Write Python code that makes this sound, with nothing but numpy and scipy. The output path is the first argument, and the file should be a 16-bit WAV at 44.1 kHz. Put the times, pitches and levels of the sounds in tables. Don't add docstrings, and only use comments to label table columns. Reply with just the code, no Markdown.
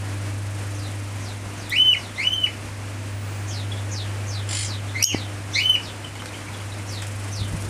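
import sys
import numpy as np
from scipy import signal
from scipy.fft import rfft, irfft, next_fast_len
from scipy.io import wavfile
from scipy.ndimage import map_coordinates

SR = 44100
rng = np.random.default_rng(int(sys.argv[2]) if len(sys.argv) > 2 else 0)


def master(y):
    cut = np.clip(np.atleast_2d(y).T, -1, 1)
    pcm = np.round(cut * 32767)
    wavfile.write(sys.argv[1], SR, pcm.astype(np.int16))


N = 339129
T = np.arange(N) / SR


def amp(db):
    return 10 ** (np.asarray(db) / 20)


def unit(x):
    return x / np.sqrt(np.mean(x ** 2) + 1e-20)


def along(points, hz):
    f, v = np.transpose(points)
    return np.interp(np.log(hz + 1), np.log(f + 1), v)


def curves(rows, t):
    s, *cols = np.transpose(rows)
    return [np.interp(t, s, c) for c in cols]


def wobble(rate, t):
    return map_coordinates(rng.standard_normal(8192), [(t - t[0]) * rate], mode="wrap")


def bell(x, centre, half_width):
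    return np.exp(-((x - centre) / half_width) ** 2)


def filtered(x, response):
    m = next_fast_len(len(x) + 8192)
    hz = np.fft.rfftfreq(m, 1 / SR)
    return irfft(rfft(x, m) * response(hz), m)[:len(x)]


def noise(spectrum):
    return unit(filtered(rng.standard_normal(N), lambda hz: amp(along(spectrum, hz))))


def resonance(f, centre, width):
    return 1j * f * width / (centre ** 2 - f ** 2 + 1j * f * width)


def add(track, s, sound):
    part = track[max(round(s * SR), 0):][:len(sound)]
    part += sound[:len(part)]


def syrinx(t, hz, level_db, jitter, overtones, tremble_rate=1100):
    phase = 2 * np.pi * np.cumsum(hz * (1 + jitter * wobble(tremble_rate, t))) / SR
    tone = np.sin(phase)
    for multiple, db in overtones:
        below_limit = multiple * hz < SR / 2
        tone = tone + amp(db) * np.sin(multiple * phase) * below_limit
    ends = np.clip(np.minimum(t - t[0], t[-1] - t) / 0.00087, 0, 1)
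    return np.sqrt(2) * amp(level_db) * ends * tone


def room(x, wet_db):
    # pitch in Hz, time to fade by 60 dB in seconds.
    wall_fade = [(200, 0.11), (3000, 0.2), (7000, 0.17), (14000, 0.069)]
    hz, t, z = signal.stft(rng.standard_normal(SR // 2), SR, nperseg=256)
    fade = amp(-60 * t / along(wall_fade, hz)[:, None])
    tail = signal.istft(z * fade, SR, nperseg=256)[1]
    delayed = np.pad(tail / np.linalg.norm(tail), (130, 0))
    echo = signal.fftconvolve(x, delayed)[:N]
    return (x + amp(wet_db) * echo) / np.hypot(1, amp(wet_db))


def fans():
    # pitch in Hz, middle level in dB.
    motor_lines = [(200.8, -79), (229.7, -55.5), (257, -53.5), (301, -53)]
    # pitch in Hz, relative strength in dB per Hz.
    air_colour = [(82, -26), (140, -3), (234, -2.5), (273, -4.5), (302, -1.5), (430, -7.5), (494, -5),
                  (556, -5), (601, -5.5), (857, -8), (2480, -10.5), (3610, -18), (9110, -20),
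                  (13800, -36.5), (15500, -40)]
    # pitch in Hz, relative strength in dB per Hz.
    rumble_colour = [(10, -32), (33, -8), (46, -15), (70, -7.5), (130, -10), (200, -38), (600, -69)]
    # pitch in Hz, relative strength in dB per Hz.
    swish_colour = [(1500, -20), (4000, -2), (7000, 0.5), (9500, 4), (12000, -8), (15500, -35)]
    # time in seconds, level before chopping in dB.
    draught = [(0, -53.5), (.7, -49.5), (1.5, -54), (3, -58), (6, -56.5), (6.8, -51.5), (7.69, -46)]
    hum_hz, shaft_hz = 100.5, 24.2
    beat_s, cancel_s = 4, 2.1
    phase = 2 * np.pi * hum_hz * T
    lag = 2 * np.pi * (T - cancel_s) / beat_s
    hum = amp(-29) * np.sin(phase) - amp(-34.5) * np.sin(phase - lag)
    turn = np.sin(2 * np.pi * shaft_hz * T + 0.45 * wobble(2.1, T))
    hum += amp(-52) * turn * np.sin(phase)
    lines = np.zeros(N)
    for hz, db in motor_lines:
        level = np.sqrt(2) * amp(db + 3.9 * wobble(3.94, T))
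        lines += level * np.sin(2 * np.pi * hz * T + 1.66 * wobble(6, T))
    air = amp(-38.0 + 0.91 * wobble(15, T)) * noise(air_colour)
    rumble = amp(-46.0) * noise(rumble_colour)
    swish = amp(curves(draught, T)[0] + 5.1 * turn) * noise(swish_colour)
    return hum + lines + air + rumble + swish


def falling_whistles():
    # start in seconds, level in dB, top pitch in Hz, time stretch.
    fall_rows = [(0.734, -47, 6530, 1.05), (1.198, -46, 6960, 0.82), (1.565, -47, 6800, 0.75),
                 (1.958, -46.5, 6270, .85), (3.475, -38.5, 6900, 0.89), (3.906, -35.5, 6900, 0.74),
                 (4.269, -38.5, 6800, 0.83), (4.635, -37, 6780, 0.78), (5.099, -39.5, 6600, 0.92),
                 (5.519, -38, 6370, 0.65), (5.822, -41, 5630, 0.5), (6.868, -40, 6290, 0.92),
                 (7.314, -37.5, 6420, 0.79)]
    lead_s, glide_s, end_hz = .014, .103, 2193
    hold_s, fade_db_per_s = 0.12, 190
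    out = np.zeros(N)
    for s, db, top_hz, stretch in fall_rows:
        t = np.arange(0, .24, 1 / (SR * stretch))
        lead = np.clip(1 - t / lead_s, 0, 1)
        sink = np.exp(-np.maximum(t - lead_s, 0) / glide_s)
        hz = (end_hz + (top_hz - end_hz) * sink) * (1 - 0.1666 * lead)
        fade_db = 3 * lead + fade_db_per_s * np.maximum(t - hold_s, 0)
        add(out, s, syrinx(t, hz, db - fade_db, 0.044, []))
    return room(out, wet_db=4)


def taps():
    # start in seconds, level before dying away in dB, centre in Hz, width in Hz.
    tap_rows = [(1.696, -26.5, 11800, 5000), (6.154, -29, 2000, 2000), (6.221, -26, 1200, 900),
                (6.258, -22.5, 1940, 2380), (6.924, -32, 8500, 2500), (7.02, -30, 8400, 1500),
                (7.023, -23.5, 1490, 1500), (7.068, -30, 7900, 2500), (7.622, -28, 7000, 4010)]
    decay_s = 0.0024
    out, t = np.zeros(N), np.arange(SR // 20) / SR
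    for s, db, hz, width_hz in tap_rows:
        ring = lambda f: resonance(f, hz, width_hz) / (1 + (f / 13000) ** 4)
        tick = unit(filtered(rng.standard_normal(len(t)), ring))
        add(out, s, amp(db) * tick * np.exp(-t / decay_s))
    return room(out, wet_db=-3.0)


def arched_whistles():
    # start, climb, hold and drop in seconds, first pitch and top pitch in Hz,
    # hoarse level and held level in dB, least roughness from 0 to 1, overtone lift in dB, echo in dB.
    whistle_rows = [(1.7, .072, .156, .028, 1730, 3053, -22, -15.5, 0.01, 0, -8),
                    (2.156, 0.091, 0.21, 0.018, 1730, 3070, -26, -25.5, 0.17, 1, -5),
                    (4.944, .09, .066, .055, 2030, 3046, -30, -20, .9, 4, -4),
                    (5.535, .076, .141, 0.011, 1726, 3044, -23.5, -23.5, 0.06, 7, -4.5)]
    # multiple of the pitch,
    # level in the hoarse low register in dB, level in the clear high one in dB.
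    overtone_rows = [(2, -14, -30.5), (3, -25.5, -34), (4, -31, -38), (5, -43, -40)]
    # time in seconds, half width in seconds, gain in dB.
    swell_rows = [(1.778, 0.0052, -9), (1.786, 0.0034, 4), (1.806, 0.013, 3), (1.842, 0.0081, -6),
                  (1.905, 0.014, 3.5), (2.274, 0.0051, 14.5), (2.336, 0.014, 14.5), (2.394, .008, -27),
                  (2.443, 0.0058, 12.5), (5.66, 0.0034, 10), (5.689, 0.0048, -18), (5.7, .011, 13.5),
                  (5.749, 0.01, 6.5)]
    clear_hz, end_hz = 2920, 1972
    shelf_hz, shelf_span = (2070, 2378), (.36, .78)
    crest_shape = 0.88
    attack_s, drop_db = 0.0017, 7
    formant_hz, formant_width_hz, formant_db = 2090, 65, 2
    thin_hz, thin_db_per_hz = 2030, 0.2
    swell_share, flicker_db = 0.79, 3
    hoarse_jitter = .038
    out = np.zeros(N)
    for (s, climb, hold, drop, first_hz, top_hz, hoarse_db, held_db,
         least, lift_db, echo_db) in whistle_rows:
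        clear, hoarse = np.zeros(N), np.zeros(N)
        t = np.arange(0, climb + hold + drop, 1 / SR)
        up, over, down = np.clip([t / climb, (t - climb) / hold, (t - climb - hold) / drop], 0, 1)
        rise_hz = np.interp(up, [0, *shelf_span, 1], [first_hz, *shelf_hz, clear_hz])
        arch_hz = (top_hz - clear_hz) * abs(np.sin(np.pi * over)) ** crest_shape
        hz = rise_hz + arch_hz + (end_hz - clear_hz) * down

        low_register = np.clip((clear_hz - hz) / 400, 0, 1)
        rough = np.clip(low_register, least, 1)
        register_db = held_db + low_register * (hoarse_db - held_db)
        effort_db = register_db + 2 * rough * wobble(119.5, t) - drop_db * down
        swell_db = sum(gain_db * bell(s + t, at, width) for at, width, gain_db in swell_rows)
        formant_gain_db = formant_db * bell(hz, formant_hz, formant_width_hz)
        throat_db = formant_gain_db - thin_db_per_hz * np.maximum(thin_hz - hz, 0)

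        colour_db = lift_db - throat_db - (1 - swell_share) * swell_db - 7 * np.sqrt(down)
        overtones = []
        for multiple, low_db, high_db in overtone_rows:
            voice_db = high_db + rough * (low_db - high_db)
            overtones.append((round(multiple), colour_db + voice_db + flicker_db * wobble(75, t)))
        level_db = effort_db + swell_db + throat_db
        jitter = 0.0019 + hoarse_jitter * rough
        note = syrinx(t, hz, level_db, jitter, overtones, tremble_rate=700)
        note = note * (1 - np.exp(-t / attack_s))
        add(clear, s, note * (1 - rough))
        add(hoarse, s, note * rough)
        out += room(clear, wet_db=echo_db) + room(hoarse, wet_db=echo_db + 3)
    return out


def squeak():
    start_s, length_s, start_hz, sag_hz_per_s = 3.08, .4, 15200, 1300
    out, t = np.zeros(N), np.arange(0, length_s, 1 / SR)
    tone = syrinx(t, start_hz - sag_hz_per_s * t, -59, .009, [])
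    add(out, start_s, tone * np.sqrt(abs(np.sin(np.pi * t / length_s))))
    return out


def twitter(count):
    when, pitch, strength = rng.random((count, 3)).T
    times = np.interp(np.arange(count) + when, [0, count], [6.1, 6.8])
    pitches = np.interp(pitch, [0, 1], [2105, 3870])
    levels = -42 + 6 * (strength - .5)
    return [(s, .025, hz, db) for s, hz, db in zip(times, pitches, levels)]


def peeps():
    # start in seconds, length in seconds, pitch in Hz, peak level in dB.
    peep_rows = [(3.503, .022, 3300, -35.5), (3.712, 0.02, 3390, -32), (3.755, .05, 3520, -42.5),
                 (4.876, 0.044, 3580, -40), (6.04, 0.018, 3040, -31.5), (6.186, 0.03, 3130, -39),
                 (6.27, .03, 3700, -44), (6.339, 0.011, 2850, -34.5), (6.479, .015, 2350, -35),
                 (6.528, .035, 3430, -43), (6.715, .018, 3870, -38.5)]
    out = np.zeros(N)
    for s, length, hz, db in peep_rows + twitter(count=5):
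        t = np.arange(0, length, 1 / SR)
        add(out, s, np.hanning(len(t)) * syrinx(t, hz, db, 0.058, [(2.7, -18)]))
    return room(out, wet_db=-4)


def rattle(count=9):
    # pitch in Hz, width in Hz, strength in dB.
    throat_rows = [(2220, 580, -4), (3180, 180, 3), (4400, 450, -2.5), (5100, 450, -2), (7280, 320, 2.5),
                   (8100, 480, -5), (9530, 500, 0)]
    first_s, rate_hz = 4.489, 50.6
    middle_db, edge_db = -17.5, -4.5
    attack_s, decay_s = 0.0018, 0.006
    puffs, t = np.zeros(N), np.arange(SR // 20) / SR
    puff = (1 - np.exp(-t / attack_s)) * np.exp(-t / decay_s)
    for k, from_middle in enumerate(np.linspace(-1, 1, count)):
        level_db = middle_db + edge_db * abs(from_middle) ** 3
        add(puffs, first_s + k / rate_hz, amp(level_db) * puff)

    def throat(f):
        power = sum(abs(amp(db) * resonance(f, hz, width)) ** 2 for hz, width, db in throat_rows)
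        return np.sqrt(power) / (1 + (f / 11000) ** 16)

    voice = unit(filtered(rng.standard_normal(N), throat))
    return room(puffs * voice, wet_db=0)


def close_chirp():
    # middle in seconds, half width in seconds, pitch in Hz, level in dB.
    catch_rows = [(5.029, 0.0031, 5720, -10), (5.0403, 0.0038, 5150, -11), (5.0432, 0.0015, 5610, 2)]
    # pitch in Hz, relative strength in dB per Hz.
    rasp_colour = [(2500, -21), (5200, 11), (7000, -13), (8400, 3), (9800, -6), (11300, 11), (15500, -34.5)]
    note_s, note_hz, note_db = 5.045, 6510, -2
    attack_s, fade_db_per_s = .003, 480
    out, t = np.zeros(N), np.arange(0, .1, 1 / SR)
    for s, half_width, hz, db in catch_rows:
        tone = syrinx(t, hz, db, .04, [(3 / 2, -17), (2, -17)], tremble_rate=2600)
        rasp = amp(db - 13.0) * noise(rasp_colour)[:len(t)]
        add(out, s - t.mean(), (tone + rasp) * bell(t, t.mean(), half_width))
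    db = note_db - fade_db_per_s * t
    wavering_hz = note_hz * (1 + 0.0115 * wobble(92, t))
    note = syrinx(t, wavering_hz, db, 0.012, [(2, -19)], tremble_rate=5200)
    breath = amp(db - 27.0) * noise(rasp_colour)[:len(t)]
    add(out, note_s, (note + breath) * (1 - np.exp(-t / attack_s)))
    return room(out, wet_db=-13)


def handling():
    # middle in seconds, peak level in dB, pitch in Hz, decay in seconds.
    bump_rows = [(5.1475, -9, 287, 0.0014), (5.1472, -15, 780, 0.00055)]
    # middle in seconds, peak level in dB, decay in seconds.
    rub_rows = [(7.421, -25, 0.019), (7.545, -24.5, 0.027), (7.68, -32, .04)]
    # pitch in Hz, relative strength in dB per Hz.
    grip_colour = [(20, -27), (50, -7), (130, -5.5), (250, -15), (500, -33), (2000, -76)]
    bump = np.zeros(N)
    for s, db, hz, decay in bump_rows:
        bump += amp(db) * np.cos(2 * np.pi * hz * (T - s)) * np.exp(-abs(T - s) / decay)
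    click_shape = np.exp(-abs(T - bump_rows[0][0]) / .0015)
    click = amp(-40) * click_shape * noise([(300, -7), (1500, -2), (15000, -24)])
    grip = sum(amp(db) * np.exp(-abs(T - s) / decay) for s, db, decay in rub_rows)
    return bump + click + grip * noise(grip_colour)


def scene():
    birds = falling_whistles() + arched_whistles() + peeps() + rattle() + close_chirp()
    return (fans() + birds + taps() + squeak() + handling())[None]


def record(dry):
    x = dry[0]
    threshold_db, release_db_per_s, top_hz = -17.5, 210, 15500
    keep = np.exp(-1 / (.0017 * SR))
    follow = lambda v: signal.lfilter([1 - keep], [1, -keep], v)
    steps = np.diff(x, prepend=0)
    treble = follow(abs(signal.hilbert(steps, next_fast_len(N))[:N]))
    over = np.maximum(20 * np.log10(treble + 1e-9) - threshold_db, 0)
    held = np.maximum.accumulate(over + release_db_per_s * T) - release_db_per_s * T
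    return filtered(x * amp(-follow(held)), lambda hz: hz < top_hz)[None]


dry = scene()
out = record(dry)
master(out)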